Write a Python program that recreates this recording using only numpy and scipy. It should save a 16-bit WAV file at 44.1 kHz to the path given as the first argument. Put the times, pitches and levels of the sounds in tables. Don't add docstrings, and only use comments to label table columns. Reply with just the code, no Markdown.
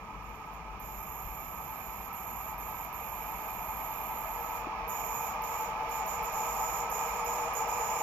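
import sys
import numpy as np
from scipy import signal
from scipy.fft import rfft, irfft, next_fast_len
from scipy.io import wavfile
from scipy.ndimage import uniform_filter1d, map_coordinates

SR = 44100
rng = np.random.default_rng(int(sys.argv[2]) if len(sys.argv) > 2 else 0)


def materialize(psi):
    bounded = np.clip(np.atleast_2d(psi).T, -1, 1)
    quanta = np.round(bounded * 32767).astype(np.int16)
    wavfile.write(sys.argv[1], SR, quanta)


def volts_from_decibels(level):
    exponent = np.asarray(level, float) / 20
    return 10 ** exponent


N = 353858
TIME_S = np.arange(N) / SR
WHEEL_TURN_S = 0.2003

# bite_s, release_s, hiss_db, sag_db_per_s
FLANGE_GRABS = [(0.224, .38, -64, 5), (0.401, 0.416, -64, 2), (0.462, 0.472, -62.5, 0),
                (0.52, .57, -63.5, 3), (0.798, 2.07, -53, 1), (2.129, 2.502, -52.5, -1.5),
                (2.581, 2.848, -52, 2), (2.928, 4.57, -52, -0.7), (4.878, 5.275, -45, 1),
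                (5.421, 5.631, -48, -1.5), (5.892, 5.99, -49, -5), (6.061, 6.137, -46, -3),
                (6.226, 6.26, -47.5, -2), (6.321, 6.79, -46, -1), (6.899, 7.18, -43.5, 25),
                (7.245, 7.453, -46.5, 23), (7.534, 7.598, -45.5, 21), (7.674, 8.1, -48.5, 0.5)]


def at_hz(points, hz):
    point_hz, value = np.transpose(points)
    return np.interp(np.log(hz + 1), np.log(point_hz + 1), value)


def rms_one(x):
    return x / np.sqrt(np.mean(x ** 2) + 1e-20)


def evened(spectrum, size):
    return spectrum / np.sqrt(uniform_filter1d(abs(spectrum) ** 2, size=size))


def shaped(x, spectrum, modes=()):
    size = next_fast_len(N)
    hz = np.arange(size // 2 + 1) * SR / size
    inside = (hz > spectrum[0][0]) & (hz < spectrum[-1][0])
    gain = volts_from_decibels(at_hz(spectrum, hz)) * inside
    for centre, width, db in modes:
        gain = gain * (1 + (volts_from_decibels(db) - 1) / (1 + (2 * (hz - centre) / width) ** 2))
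    return rms_one(irfft(rfft(x, size) * gain, size)[:N])


def drift(rate_hz):
    knots = rng.standard_normal(1200)
    return map_coordinates(knots, [TIME_S * rate_hz], order=3, mode="wrap")


def resonate(x, hz, width_hz):
    radius = np.exp(-np.pi * width_hz / SR)
    return signal.lfilter([1, 0, -1], [1, -2 * radius * np.cos(2 * np.pi * hz / SR), radius * radius], x)


def nearness():
    # time_s, level_db
    approach = [
        (0, -50.5),
        (3, -44.5),
        (6.1, -38),
        (8.02, -36),
    ]
    ring_db = np.interp(TIME_S, *np.transpose(approach))
    return ring_db, ring_db - ring_db[-1]


def swell(before_db, step_db, rate_db, lag=0):
    near_rail_s, crossing_s = 4.2, 0.87
    t = TIME_S - near_rail_s - lag
    return before_db + step_db * np.clip(t / crossing_s, 0, 1) + rate_db * np.maximum(t - crossing_s, 0)


def distant_hum():
    # hum_hz, density_db_per_hz
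    hum_spectrum = [(12, -43.5), (20, -9.5), (38, -2.5), (51, 4), (63, -3.5), (87, -8.5), (201, -6.5),
                    (269, -14), (302, -11.5), (375, -16.5), (420, -14), (550, -21.5), (920, -120)]
    return volts_from_decibels(-50.5) * shaped(rng.standard_normal(N), hum_spectrum)


def faint_air():
    air_spectrum = [(5000, 8), (8000, 6.5), (12000, 3.0), (15000, -3.0)]   # Hz, dB per Hz
    level_db = -69.5 + 0.43 * nearness()[1]
    return volts_from_decibels(level_db) * shaped(rng.standard_normal(N), air_spectrum)


def far_tones():
    # tone_hz, wander_hz, level_db, fade_start_s, fade_db
    machine_tones = [
        (51, 1, -50.5, 1.25, -7),
        (441, 1.2, -62, 1.2, -9),
    ]
    out = np.zeros(N)
    for hz, wander_hz, db, until_s, drop_db in machine_tones:
        level_db = db + drop_db * np.clip(5 * (TIME_S - until_s), 0, 1)
        flutter = volts_from_decibels(1.2 * drift(2.0))
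        phase = 2 * np.pi * np.cumsum(hz + wander_hz * drift(2.5)) / SR
        out += volts_from_decibels(level_db) * flutter * np.sin(phase)
    return out


def thump_and_knock():
    # start_s, peak_db, mode_hz, t60_s
    knocks = [
        (1.24, -26, 34, 0.16),
        (4.669, -13.5, 317, 0.016),
    ]
    out = np.zeros(N)
    for start_s, db, hz, t60_s in knocks:
        t = np.maximum(TIME_S - start_s, 0)
        decay = volts_from_decibels(db - 60 * t / t60_s)
        attack = 1 - np.exp(-t * hz * 0.58)
        upper_mode = np.sin(2 * np.pi * 2.7 * hz * t) * np.exp(-t * hz * 0.7)
        out += decay * attack * (np.sin(2 * np.pi * hz * t) + upper_mode)
    return out


def surroundings():
    return distant_hum() + faint_air() + far_tones() + thump_and_knock()


def tread_roughness(memory, fresh):
    bumps = rng.standard_normal((100, round(WHEEL_TURN_S * SR)))
    turns = signal.lfilter([np.sqrt(1 - memory ** 2)], [1, -memory], bumps, axis=0)
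    rough = turns[50:].ravel()[:next_fast_len(N)]
    rough = rough + fresh * rng.standard_normal(len(rough))
    return rms_one(irfft(evened(rfft(rough), size=80), len(rough))[:N])


def worn_spots(spots):
    out, turns = np.zeros(N), np.arange(40)
    for place, hz, width_hz, db in spots:
        knocks = np.full(N, 1e-18)
        struck = ((turns + place) * WHEEL_TURN_S * SR).astype(int)
        knocks[np.minimum(struck, N - 1)] = volts_from_decibels(rng.normal(0, 1.8, 40))
        ring = resonate(resonate(knocks, hz, width_hz), hz, width_hz)
        out += volts_from_decibels(db) * rms_one(ring)
    return out


def rail_damping(x):
    gain_db = nearness()[1]
    low_db, high_db = -0.5 + 0.15 * gain_db, -1.77 - 0.39 * gain_db
    low = signal.sosfiltfilt(signal.butter(6, 830, "low", fs=SR, output="sos"), x)
    high = signal.sosfiltfilt(signal.butter(6, 1080, "high", fs=SR, output="sos"), x)
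    return x + (volts_from_decibels(low_db) - 1) * low + (volts_from_decibels(high_db) - 1) * high


def rolling():
    # band_hz, density_db_per_hz
    rail_bands = [(500, -22), (580, -15), (602, -8), (655, -6), (688, -15), (706, -5), (870, -3),
                  (1000, -2), (1060, -7), (1200, -4.5), (1318, -2), (1355, -26), (1500, -40)]
    # band_hz, density_db_per_hz
    lowest_band = [(330, -30), (400, -15), (440, -8), (475, 0), (490, -2), (501, -16), (560, -30)]
    # mode_hz, width_hz, peak_db
    rail_modes = [(654, 11, 3), (772, 30, 3), (810, 12, 3), (873, 11, 9.5), (907, 10, 3), (968, 11, 4),
                  (1000, 12, 3), (1100, 50, 4.5), (1197, 12, 3), (1232, 16, 4), (1270, 14, 3),
                  (1295, 12, 3)]
    # place_on_tread (0-1), mode_hz, width_hz, level_db (re ring)
    tread_spots = [(.36, 873, 18, -5.5), (.92, 873, 20, -7.5), (.73, 873, 35, -16), (.96, 772, 32, -15),
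                   (.5, 772, 26, -14), (.73, 772, 40, -18), (.33, 968, 32, -16), (.68, 968, 30, -17),
                   (.98, 968, 35, -17), (.35, 1230, 45, -18), (.9, 1200, 45, -19), (.22, 654, 24, -19)]
    # place_on_tread (0-1), mode_hz, width_hz, level_db (re band)
    low_spots = [(.9, 473, 24, -6), (.26, 473, 30, -9)]
    # band_hz, density_db_per_hz
    roar_spectrum = [(200, -22.5), (500, -7), (1000, 2.5), (1400, -8), (1570, -3.5), (1630, -5.5),
                     (1700, -1.5), (1790, -8), (2050, -6.5), (2400, 0.5), (2650, -8), (3250, -16.5),
                     (3750, -19.5), (3900, -20.5), (4650, -21), (7000, -22.5)]
    ring_db, gain_db = nearness()
    low_db = -49 + 1.7 * gain_db
    roar_db = -41.5 + 0.71 * gain_db + 0.084 * drift(7)
    rough = tread_roughness(memory=0.88, fresh=0.75)
    ring = volts_from_decibels(1.5) * shaped(rough, rail_bands, rail_modes) + worn_spots(tread_spots)
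    low = volts_from_decibels(1.0) * shaped(rough, lowest_band) + worn_spots(low_spots)
    roar = shaped(rng.standard_normal(N), roar_spectrum)
    return volts_from_decibels(ring_db) * rail_damping(ring) + volts_from_decibels(low_db) * low + volts_from_decibels(roar_db) * roar


def grip(lag):
    bite_s = 0.002
    t = np.arange(0, N, 16) / SR - lag
    bite, release, db, sag = np.transpose(FLANGE_GRABS)[:, :, None]
    slide_db_per_s = np.where(db < -58, 422, 172)
    held = db - sag * (np.minimum(t, release) - bite)
    after = slide_db_per_s * np.maximum(t - release, 0)
    ahead = 30 * np.maximum(bite - t, 0) / bite_s
    each = held - after - ahead
    rub = swell(before_db=-71, step_db=7.5, rate_db=0, lag=0.8)[::16]
    return np.interp(np.arange(N) / 16, np.arange(len(t)), np.maximum(each.max(axis=0), rub))


def flange_hiss():
    # hiss_hz, density_db_per_hz
    hiss_spectrum = [(8900, -58), (9200, -21.5), (9500, -23.5), (9750, -26), (10800, -32.5), (11400, -13),
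                     (12200, 3.5), (12700, -0.5), (13300, 3.5), (14000, -7), (14700, -9), (15200, -28)]
    # strip_hz, width_hz, peak_db
    hiss_strip = [(9490, 170, 5)]
    # hiss_hz, density_db_per_hz
    near_spectrum = [(8850, -29.5), (9050, -6.5), (9400, -13), (9700, -25), (10200, -13), (10500, -7.5),
                     (11000, -7), (11800, 5), (12400, -23.5)]
    noise, grip_db = rng.standard_normal(N), grip(0)
    chatter = volts_from_decibels(1.2 * drift(60) + 1.1 * drift(140))
    near_db = swell(before_db=-23, step_db=8.8, rate_db=3)
    hiss = volts_from_decibels(grip_db - 3.0) * chatter * shaped(noise, hiss_spectrum, hiss_strip)
    return hiss + volts_from_decibels(grip_db + near_db) * shaped(noise[::-1], near_spectrum)


def wheel_squeal():
    # mode_hz, width_hz, level_db
    squeal_modes = [(12721, 1.5, 0), (12688, 8, -13), (12814, 9, -11), (12845, 14, -10), (13050, 12, -17),
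                    (13190, 12, -17), (11914, 12, -21), (13755, 10, -21)]
    locks_s, build_up_db_per_s, lock_needs_db = 1.17, 13, -57
    grip_db, noise = grip(0), rng.standard_normal(N)
    squeal_db = swell(before_db=4.77, step_db=-4.5, rate_db=-1)
    squeal_db = squeal_db - build_up_db_per_s * np.maximum(locks_s - TIME_S, 0)
    squeal_db = squeal_db - 60 * (TIME_S < FLANGE_GRABS[4][0])
    sides = sum(volts_from_decibels(db) * rms_one(resonate(noise, hz, width)) for hz, width, db in squeal_modes[1:])
    hz, wander_hz, db = squeal_modes[0]
    phase = 2 * np.pi * np.cumsum(hz + wander_hz * drift(10)) / SR
    line_db = db + 1.0 + 1.1 * drift(2.85) + swell(before_db=0, step_db=-5, rate_db=-3)
    line_db = line_db + np.minimum(grip_db - lock_needs_db, 0)
    return volts_from_decibels(grip_db + squeal_db) * (volts_from_decibels(line_db) * np.sin(phase) + sides)


def lower_waves():
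    # wave_hz, density_db_per_hz
    lower_spectrum = [(6300, -19), (6420, -13.5), (6600, -14.5), (6900, -1), (7100, -9), (7250, -6.5),
                      (7400, -38), (7600, -61.5)]
    # mode_hz, width_hz, peak_db
    lower_modes = [(6493, 25, 8), (6648, 20, 4), (6850, 20, 5), (6978, 14, 9), (7099, 14, 8)]
    level_db = grip(lag=0.017) + swell(before_db=-4.5, step_db=3, rate_db=2.73)
    return volts_from_decibels(level_db) * shaped(rng.standard_normal(N), lower_spectrum, lower_modes)


def web_waves():
    # web_hz, density_db_per_hz
    web_spectrum = [(4800, -22), (5000, -9), (5250, 0), (5550, -1), (6000, -3), (6300, -12), (6500, -20)]
    smeared_db = uniform_filter1d(grip(lag=0.0054), size=SR // 12)
    level_db = 0.45 * (smeared_db + 49.5) + swell(before_db=-67.5, step_db=6, rate_db=2.26)
    return volts_from_decibels(level_db) * shaped(rng.standard_normal(N), web_spectrum)


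def rail_whistle():
    level_db = swell(before_db=-96, step_db=16, rate_db=5.8)
    ring = resonate(rng.standard_normal(N), hz=9942, width_hz=14)
    return volts_from_decibels(level_db) * rms_one(ring * volts_from_decibels(0.47 * drift(7.6)))


def flange():
    return flange_hiss() + wheel_squeal() + lower_waves() + web_waves() + rail_whistle()


def two_ports(x):
    # port_hz, left_minus_right_db
    port_balance = [(60, 4.5), (92, 6.5), (140, 0.5), (210, 5.5), (320, 5), (500, 2), (760, 4),
                    (1150, -1.5), (1760, -8), (2680, -22), (4090, -6.5), (6240, -8.5), (9520, -13.5),
                    (14500, -42)]
    # port_hz, share_alike (0-1)
    port_likeness = [(40, 0.99), (300, 0.8), (800, 0.94), (1300, 0.64), (1900, 0.067), (3500, 0.28),
                     (6800, 0.66), (9500, .3), (12700, .55)]
    # port_hz, left_lead_rad
    port_phase = [(0, 0), (1100, .25), (3200, 2.6), (6500, 3.0), (15000, 3.9)]
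    size = next_fast_len(N + SR // 4)
    hz, spectrum = np.arange(size // 2 + 1) * SR / size, rfft(x, size)
    scatter_s = np.arange(SR // 5) / SR
    scatter = rng.standard_normal(SR // 5) * volts_from_decibels(-60 * scatter_s / 0.22)
    scattered = evened(rfft(scatter, size), size=60)
    alike = np.clip(at_hz(port_likeness, hz), 0, 1)
    shadow = volts_from_decibels(at_hz(port_balance, hz))
    turn = np.exp(1j * np.interp(hz, *np.transpose(port_phase)))
    left = shadow * evened(alike * turn + np.sqrt(1 - alike ** 2) * scattered, size=60)
    ports = np.array([left, np.ones_like(left)])
    return irfft(2 * spectrum / (1 + shadow) * ports, size)[:, :N]


def scene():
    return two_ports(surroundings() + rolling() + flange())


def drop_weak_treble(x):
    # cell_hz, tilt_db
    mask_tilt = [(2400, 0), (4200, 1.5), (6300, 2), (8500, 0), (9500, -3.5), (10500, 1.5), (13200, 0),
                 (15200, 6)]
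    mask_from_hz, treble_depth_db, loud_depth_db = 2400, -23.5, -35.5
    hz, _, cells = signal.stft(x, SR, "cosine", nperseg=2048)
    level = np.sqrt(uniform_filter1d(abs(cells) ** 2, size=6, axis=1) + 1e-24)
    broad = np.exp(uniform_filter1d(np.log(level), size=40, axis=1))
    treble_limit = volts_from_decibels(treble_depth_db) * broad[:, hz > 6000].max(axis=1)
    loud_limit = volts_from_decibels(loud_depth_db) * broad.max(axis=1)
    limit = uniform_filter1d(np.maximum(treble_limit, loud_limit), size=3)
    audible = level > limit[:, None] * volts_from_decibels(at_hz(mask_tilt, hz))[:, None]
    keep = audible | (hz < mask_from_hz)[:, None]
    return signal.istft(cells * keep, SR, "cosine", nperseg=2048)[1][:, :N]


def low_pass(x):
    return signal.sosfilt(signal.butter(12, 15120, fs=SR, output="sos"), x)


def record(dry):
    return low_pass(drop_weak_treble(dry))


dry = scene()
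out = record(dry)
materialize(out)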